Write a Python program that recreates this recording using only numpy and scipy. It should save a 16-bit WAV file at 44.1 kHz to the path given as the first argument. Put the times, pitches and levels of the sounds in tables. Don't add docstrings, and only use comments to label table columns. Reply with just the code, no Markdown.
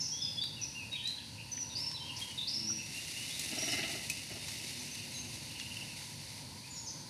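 import sys
import numpy as np
from scipy import signal
from scipy.fft import rfft, irfft
from scipy.io import wavfile

SR = 44100
rng = np.random.default_rng(int(sys.argv[2]) if len(sys.argv) > 2 else 0)


def pcm_store(signal):
    levels = np.round(np.clip(np.atleast_2d(signal), -1, 1) * 32767)
    wavfile.write(sys.argv[1], SR, levels.astype(np.int16).T)


N = 312669
TIME = np.arange(N) / SR


def amp(db):
    return 10 ** (np.asarray(db) / 20)


def unit(x):
    return x / np.sqrt(np.mean(x ** 2) + 1e-20)


def read(points, hz):
    f, value = np.transpose(points)
    return np.interp(np.log(hz + 1), np.log(f + 1), value)


def level_over_time(points):
    return np.interp(TIME, *np.transpose(points))


def add(mix, s, sound):
    part = mix[max(0, round(s * SR)):][:len(sound)]
    part += sound[:len(part)]


def colour(x, spectrum):
    hz = np.fft.rfftfreq(x.shape[-1], 1 / SR)
    return unit(irfft(rfft(x) * amp(read(spectrum, hz)), x.shape[-1]))


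def wander(size, rate_hz):
    hz = np.fft.rfftfreq(size, 1 / SR)
    slow = rfft(rng.standard_normal(size)) * np.exp(-(hz / rate_hz) ** 2)
    return unit(irfft(slow, size))


def narrow_noise(centre_hz, width_hz):
    phase = 2 * np.pi * centre_hz * TIME
    return unit(wander(N, width_hz) * np.cos(phase) + wander(N, width_hz) * np.sin(phase))


def swell(s, width_s):
    return np.exp(-np.minimum(((TIME - s) / width_s) ** 2, 50))


def beat_times(first_s, last_s, per_s):
    return np.arange(first_s, last_s, 1 / per_s)


def wood(x, near_db, near_t60, far_db, far_t60):
    t = np.arange(SR) / SR
    signs = rng.choice([-1., 1.], (2, SR))
    near, far = signs * (rng.random((2, SR)) < 2500 / SR) * (t > .002)
    near = near * amp(-60 * t / near_t60)
    far = far * amp(-60 * t / far_t60)
    echo = amp(near_db) * near / np.linalg.norm(near) + amp(far_db) * far / np.linalg.norm(far)
    echo[0] = 1
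    return signal.oaconvolve(x, echo / np.linalg.norm(echo))[:N]


# f/Hz, likeness [0-1]
LIKENESS = [(150, 1), (230, .994), (500, .988), (1100, .975), (1600, .999), (1800, 1), (8800, 1),
            (9800, .97), (11000, .72), (12000, .3), (14000, .2)]


def ports(pair, left_dull_db=-0.8):
    hz = np.fft.rfftfreq(N, 1 / SR)
    same = np.clip(read(LIKENESS, hz), 0, 1)
    mid, side = rfft(pair) * np.sqrt([(1 + same) / 2, (1 - same) / 2])
    left = amp(left_dull_db * np.interp(hz, [8500, 11500], [0, 1]))
    return irfft(np.array([left * (mid + side), mid - side]), N)


# f/Hz, relative level/dB (per Hz)
HISS_TONE = [(900, -26), (1300, -7.5), (1600, 0.5), (2100, 4.5), (2700, 2), (3300, 3), (3800, 6.5),
             (4550, 15.5), (5200, 6.5), (6000, 7), (7500, -2), (9500, 4.5), (12000, -5), (14500, -8.5)]
# f/Hz, relative level/dB (per Hz)
RUMBLE_TONE = [(15, -62), (25, -65), (61, -7.5), (113, 0.5), (146, 2), (182, -5.5), (250, -4), (350, -13),
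               (420, -19.5), (528, -12.5), (680, -21.5), (900, -13.5), (1200, -28.5), (1500, -24),
               (2000, -39), (3300, -100)]


def background(hiss_db=-52, rumble_db=-53, hum_hz=106, hum_db=-62):
    hiss = colour(ports(rng.standard_normal((2, N))), HISS_TONE) * amp(.5 * wander(N, 17))
    rumble = colour(ports(rng.standard_normal((2, N))), RUMBLE_TONE) * amp(wander(N, 5.0))
    hum = narrow_noise(hum_hz, width_hz=22.0)
    return amp(hiss_db) * hiss + amp(rumble_db) * rumble + amp(hum_db) * hum


# t/s, level/dB
TYRE_LEVEL = [(0, -68.5), (1.55, -67), (2.1, -56), (3.1, -83), (5.6, -68), (7.09, -61)]


def traffic(centre_hz=950, width_hz=110):
    return amp(level_over_time(TYRE_LEVEL)) * narrow_noise(centre_hz, width_hz)


# loudest t/s, half length/s, firing rate f/Hz at that time, level/dB
ENGINE_SWELLS = [(2.192, .06, 128.8, -62), (2.68, .15, 109.4, -52.5), (5.053, 0.51, 120, -60.5)]


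def drone(third_db=-5, sag_hz_per_s=8):
    sound = np.zeros(N)
    for s, half_length, hz, db in ENGINE_SWELLS:
        firing_hz = hz - sag_hz_per_s * (TIME - s) + 2 * wander(N, 19.5)
        phase = 2 * np.pi * np.cumsum(firing_hz) / SR
        tone = np.sin(2 * phase) + amp(third_db) * np.sin(3 * phase)
        sound += amp(db + 3 * wander(N, 10)) * swell(s, half_length) * unit(tone)
    return sound


WHIRR_S, WHIRR_END_S, WHIRR_PER_S = 5.509, 5.85, 19.2
WHIRR_DB, WHIRR_RISE_DB_PER_S = -49.5, 18


def far_whirr(centre_hz=2830, width_hz=240):
    pulses = np.zeros(N)
    for s in beat_times(WHIRR_S, WHIRR_END_S, WHIRR_PER_S):
        pulses += amp(WHIRR_DB + WHIRR_RISE_DB_PER_S * (s - WHIRR_S)) * swell(s, 0.013)
    whirr = narrow_noise(centre_hz, width_hz) * pulses
    return wood(whirr, near_db=-27, near_t60=.1, far_db=-7, far_t60=0.46)


# t/s, level/dB
CHORUS_LEVEL = [(0, -62.5), (.85, -61.5), (1.5, -64), (2.5, -60), (3.3, -55.5), (5.9, -57), (6.4, -83)]


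def chorus(centre_hz=2730, width_hz=290):
    level = amp(level_over_time(CHORUS_LEVEL) + 2.7 * wander(N, 9.2))
    return level * narrow_noise(centre_hz, width_hz)


BRUSH_RISE_S, BRUSH_FALL_S = 0.028, 0.094


def brush(s, db):
    age = np.maximum(TIME - s, 0)
    rise = np.minimum(age / BRUSH_RISE_S, 1)
    settle = np.exp(-np.maximum(age - BRUSH_RISE_S, 0) / BRUSH_FALL_S)
    return amp(db) * rise * settle


# t/s, level/dB
LEAF_STIR = [(0, -63), (.55, -94), (1.5, -81.5), (2.3, -58), (2.8, -60), (2.97, -50), (3.75, -47.5),
             (4.22, -53), (4.55, -50), (5.5, -55), (6.25, -55.5), (7.09, -68.5)]
# t/s, level/dB
LEAF_BRUSHES = [(1.07, -57.5), (1.76, -54), (2.17, -51), (3.39, -47), (4.1, -53.5), (5.96, -53.5)]
# f/Hz, relative level/dB (per Hz)
LEAF_TONE = [(900, -17), (1550, -19.5), (2050, 0), (2350, -3), (2830, -0.5), (3280, -9), (3600, -0.5),
             (4500, -0.5), (5200, -1), (6000, -1.5), (7300, -7.5), (8500, -6.5), (9600, -4), (12000, -11),
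             (14500, -20.5)]
# f/Hz, relative level/dB (per Hz)
BREEZE_TONE = [(60, -45), (200, -2), (330, 0.5), (450, -14), (700, -5.5), (1100, -34), (2000, -52),
               (5000, -80)]


def leaves(contacts_per_s=700, spread_db=2.5, grain_db=-6, unrest_db=1, rustle_db=6, breeze_db=-12):
    gust = amp(level_over_time(LEAF_STIR) + unrest_db * wander(N, 11))
    stir = np.sqrt(gust ** 2 + sum(brush(*row) ** 2 for row in LEAF_BRUSHES))
    stir = stir / np.hypot(1, amp(-64) / stir)
    sizes = amp(spread_db * np.minimum(rng.exponential(1, (2, N)), 3.5))
    sizes = sizes * rng.choice([-1, 1], (2, N))
    contacts = unit(sizes * (rng.random((2, N)) < contacts_per_s / SR))
    wash = rng.standard_normal((2, N))
    rustle = colour(ports(wash + amp(grain_db) * contacts), LEAF_TONE)
    flicker = amp(1.1 * wander(N, 70))
    breeze = colour(rng.standard_normal(N), BREEZE_TONE)
    return stir * (amp(rustle_db) * rustle * flicker + amp(breeze_db) * breeze)


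# t/s, level/dB (before fading and echoes), decay/s,
# centre f/Hz, width [octaves]
TWIG_TICKS = [(0.438, -34.5, 0.0019, 4870, 2.1), (0.9296, -36, 0.002, 3840, 1.05),
              (1.04, -44, .003, 9500, 0.089), (1.074, -36, 0.005, 5600, 0.71),
              (1.576, -39, 0.0036, 2420, 0.33), (1.914, -36.5, .0025, 2800, 1.1),
              (2.165, -38, 0.017, 5400, 0.18), (2.698, -45, 0.0071, 1260, .2),
              (3.3948, -26, .0028, 7600, 0.9), (3.528, -29, 0.0058, 277, 0.47),
              (3.72, -27.5, .002, 6500, 0.68), (3.83, -29.5, 0.0041, 2820, 0.41),
              (4.0985, -29.5, 0.0066, 8800, 0.96), (4.1, -31.5, 0.0065, 2520, 0.089),
              (4.483, -36, 0.0076, 4020, 1.1), (5.3353, -44, 0.0014, 4000, .6),
              (5.598, -27.5, 0.0018, 3140, 0.7), (6.017, -45.5, .004, 1500, .6)]


def twigs(top_hz=10500):
    t = np.arange(4096) / SR
    hz = np.fft.rfftfreq(4096, 1 / SR)
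    cracks = np.zeros(N)
    for s, db, decay, centre_hz, octaves in TWIG_TICKS:
        band = np.exp(-.5 * (np.log2((hz + 1) / centre_hz) / octaves) ** 2)
        band = band / (1 + (hz / top_hz) ** 4)
        burst = unit(irfft(rfft(rng.standard_normal(len(t))) * band))
        shape = np.exp(-t / decay) * (1 - np.exp(-t * centre_hz))
        add(cracks, s, amp(db) * burst * shape)
    return wood(cracks, near_db=-6, near_t60=0.13, far_db=-14, far_t60=0.24)


# first beat t/s, end t/s, nearest t/s, swish level/dB, air push level/dB
FLUTTERS = [(3.528, 3.98, 3.757, -33, -41.5), (4.314, 4.39, 4.3, -48, -49)]
# f/Hz, relative level/dB (per Hz)
SWISH_TONE = [(1000, -33), (1350, -8), (1650, -8), (2020, 10), (2300, -1.5), (2950, 13), (3350, -23),
              (3800, 3), (5200, -5.5), (7000, -13), (13000, -22)]
# f/Hz, relative level/dB (per Hz)
PUSH_TONE = [(100, -39), (200, -0.5), (320, 7.5), (530, -9), (670, 3.5), (820, -3.5), (1050, -21),
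             (1350, -7.5), (1900, -37)]
WINGBEATS_PER_S = 19
SWISH_REACH_S, PUSH_REACH_S = 0.062, 0.16


def wings():
    swish, push = np.zeros(N), np.zeros(N)
    for first, last, nearest, swish_db, push_db in FLUTTERS:
        for s in beat_times(first, last, WINGBEATS_PER_S):
            swish_fade = np.hypot(1, (s - nearest) / SWISH_REACH_S)
            push_fade = np.hypot(1, (s - nearest) / PUSH_REACH_S)
            swish += amp(swish_db) / swish_fade * swell(s, 0.019)
            push += amp(push_db) / push_fade * swell(s, 0.014)
    flicker = unit(amp(1.2 * wander(N, 220)))
    feathers = colour(rng.standard_normal(N), SWISH_TONE) * flicker
    air = colour(rng.standard_normal(N), PUSH_TONE)
    return wood(swish * feathers + push * air, near_db=-4.0, near_t60=0.06, far_db=-3.5, far_t60=0.97)


NOTE_TAPER = .35
GLIDE_BEND = 1.53


def note(length, start_hz, end_hz, level_db, buzz, depth=0.0693, trill_hz=170, waver=0.0069, octave_db=-36):
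    t = np.arange(int(length * SR)) / SR
    shake = wander(8192, 400)[:len(t)]
    drift = wander(8192, 90)[:len(t)]
    glide = end_hz + (start_hz - end_hz) * (1 - t / length) ** GLIDE_BEND
    trill = np.sin(2 * np.pi * trill_hz * t) + 0.595 * shake
    pitch_hz = glide * (1 + depth * buzz * trill + waver * drift)
    phase = 2 * np.pi * np.cumsum(pitch_hz) / SR
    tone = np.sin(phase) + amp(octave_db) * np.sin(2 * phase)
    return amp(level_db) * unit(tone * signal.windows.tukey(len(t), NOTE_TAPER))


# t/s, length/s, start f/Hz, end f/Hz, level/dB (before the echoes), buzz [0-1]
SONG_NOTES = [(0, 0.024, 5690, 5160, -33.5, 0.15), (0, .08, 6100, 5660, -39, 1),
              (0.093, 0.065, 5280, 6000, -39, 0.33), (0.116, 0.1, 3200, 3480, -49, 0.16),
              (.2, 0.098, 3520, 3450, -43, 0.44), (0.214, 0.049, 5200, 5000, -35, 0.02),
              (0.367, 0.034, 3390, 3450, -39, 0.05), (.405, 0.047, 3450, 3900, -38, 0.4),
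              (0.411, 0.032, 4640, 4694, -37, 0.1), (0.557, 0.092, 2940, 2490, -50, 0),
              (.611, 0.034, 5946, 5890, -38, 0.34), (0.619, 0.028, 5930, 5170, -42.5, .45),
              (.745, 0.044, 2800, 2788, -45.5, 0), (0.784, 0.047, 2725, 2464, -46, 0.16),
              (0.839, 0.042, 2660, 2810, -49, 0.1), (0.913, 0.056, 3817, 3737, -41, 0.15),
              (0.924, 0.05, 2770, 2410, -45, 0.64), (0.952, 0.065, 3420, 3090, -44, 0.6),
              (1.019, 0.077, 1740, 1930, -60, 0), (1.027, 0.088, 3623, 4150, -37.5, 0.08),
              (1.173, 0.019, 1646, 1726, -56, 0.4), (1.179, 0.018, 3430, 3170, -47.5, 0.7),
              (1.375, .05, 2610, 2703, -47.5, 1), (1.515, 0.028, 6140, 5970, -36.5, 0.15),
              (1.562, 0.047, 6000, 5880, -40.5, 0.13), (1.603, 0.034, 5850, 5820, -38, 0.13),
              (1.694, 0.054, 3800, 3665, -49, 0.5), (1.749, 0.034, 4540, 5050, -36.5, 0.48),
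              (1.785, 0.11, 5303, 5380, -38.5, 0.12), (1.94, 0.032, 3996, 4020, -43.5, 0),
              (1.959, 0.026, 3880, 3590, -45, 0.6), (1.998, 0.036, 3160, 3090, -47.5, 0),
              (2.046, 0.054, 3240, 3120, -47, 0.15), (2.09, 0.024, 2950, 2740, -41.5, 0.2),
              (2.21, 0.03, 3250, 3220, -43, 0), (2.238, 0.11, 2980, 2907, -51.5, .3),
              (2.375, 0.028, 3846, 3545, -36, 0.27), (2.407, 0.037, 3570, 4060, -41, 0.04),
              (2.47, 0.0284, 4270, 5090, -33.5, 0.96), (2.508, 0.018, 4880, 4980, -43, .2),
              (2.532, 0.042, 5310, 5235, -35.5, 0.42), (2.621, 0.065, 5230, 5630, -41, 0.2),
              (2.67, 0.062, 5735, 5680, -35.5, 0.25), (2.778, 0.049, 2700, 2650, -46.5, 0.6),
              (2.938, 0.078, 2690, 2840, -48.5, 0.2), (3.138, .12, 2697, 2970, -47, 0.1),
              (3.295, 0.076, 3320, 3860, -46, .35), (3.572, 0.09, 5470, 5790, -38, 0.2),
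              (3.688, 0.052, 5370, 5030, -40, 0.56), (4.319, .045, 5410, 5370, -51, 0),
              (4.387, 0.063, 3650, 3710, -53, 0), (4.789, 0.032, 6130, 5970, -47, 0.14),
              (4.913, 0.03, 6020, 6130, -47, 0.4), (5.136, 0.085, 6540, 6300, -46.5, .25),
              (5.137, 0.035, 4200, 3930, -45.5, 0.1), (5.875, 0.061, 2920, 2510, -55, 0.7),
              (6.637, 0.027, 2430, 2620, -53.5, 0.4), (6.687, 0.17, 7030, 6700, -49, 0.25),
              (6.753, 0.046, 5750, 5330, -48, .5), (6.856, 0.063, 6290, 6130, -44.5, .6),
              (6.867, 0.03, 5350, 4920, -45, 0.55)]


def song():
    voice = np.zeros(N)
    for s, *shape in SONG_NOTES:
        add(voice, s, wood(note(*shape), near_db=-8.5, near_t60=0.15, far_db=0.0, far_t60=0.68))
    return voice


def scene():
    distance = background() + traffic() + drone() + far_whirr() + chorus()
    return distance + leaves() + twigs() + wings() + song()


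EDGE_HZ = 14400


def record(dry):
    low_pass = signal.firwin(301, EDGE_HZ, window=("kaiser", 8), fs=SR)
    return signal.oaconvolve(dry, low_pass[None], "same")


dry = scene()
out = record(dry)
pcm_store(out)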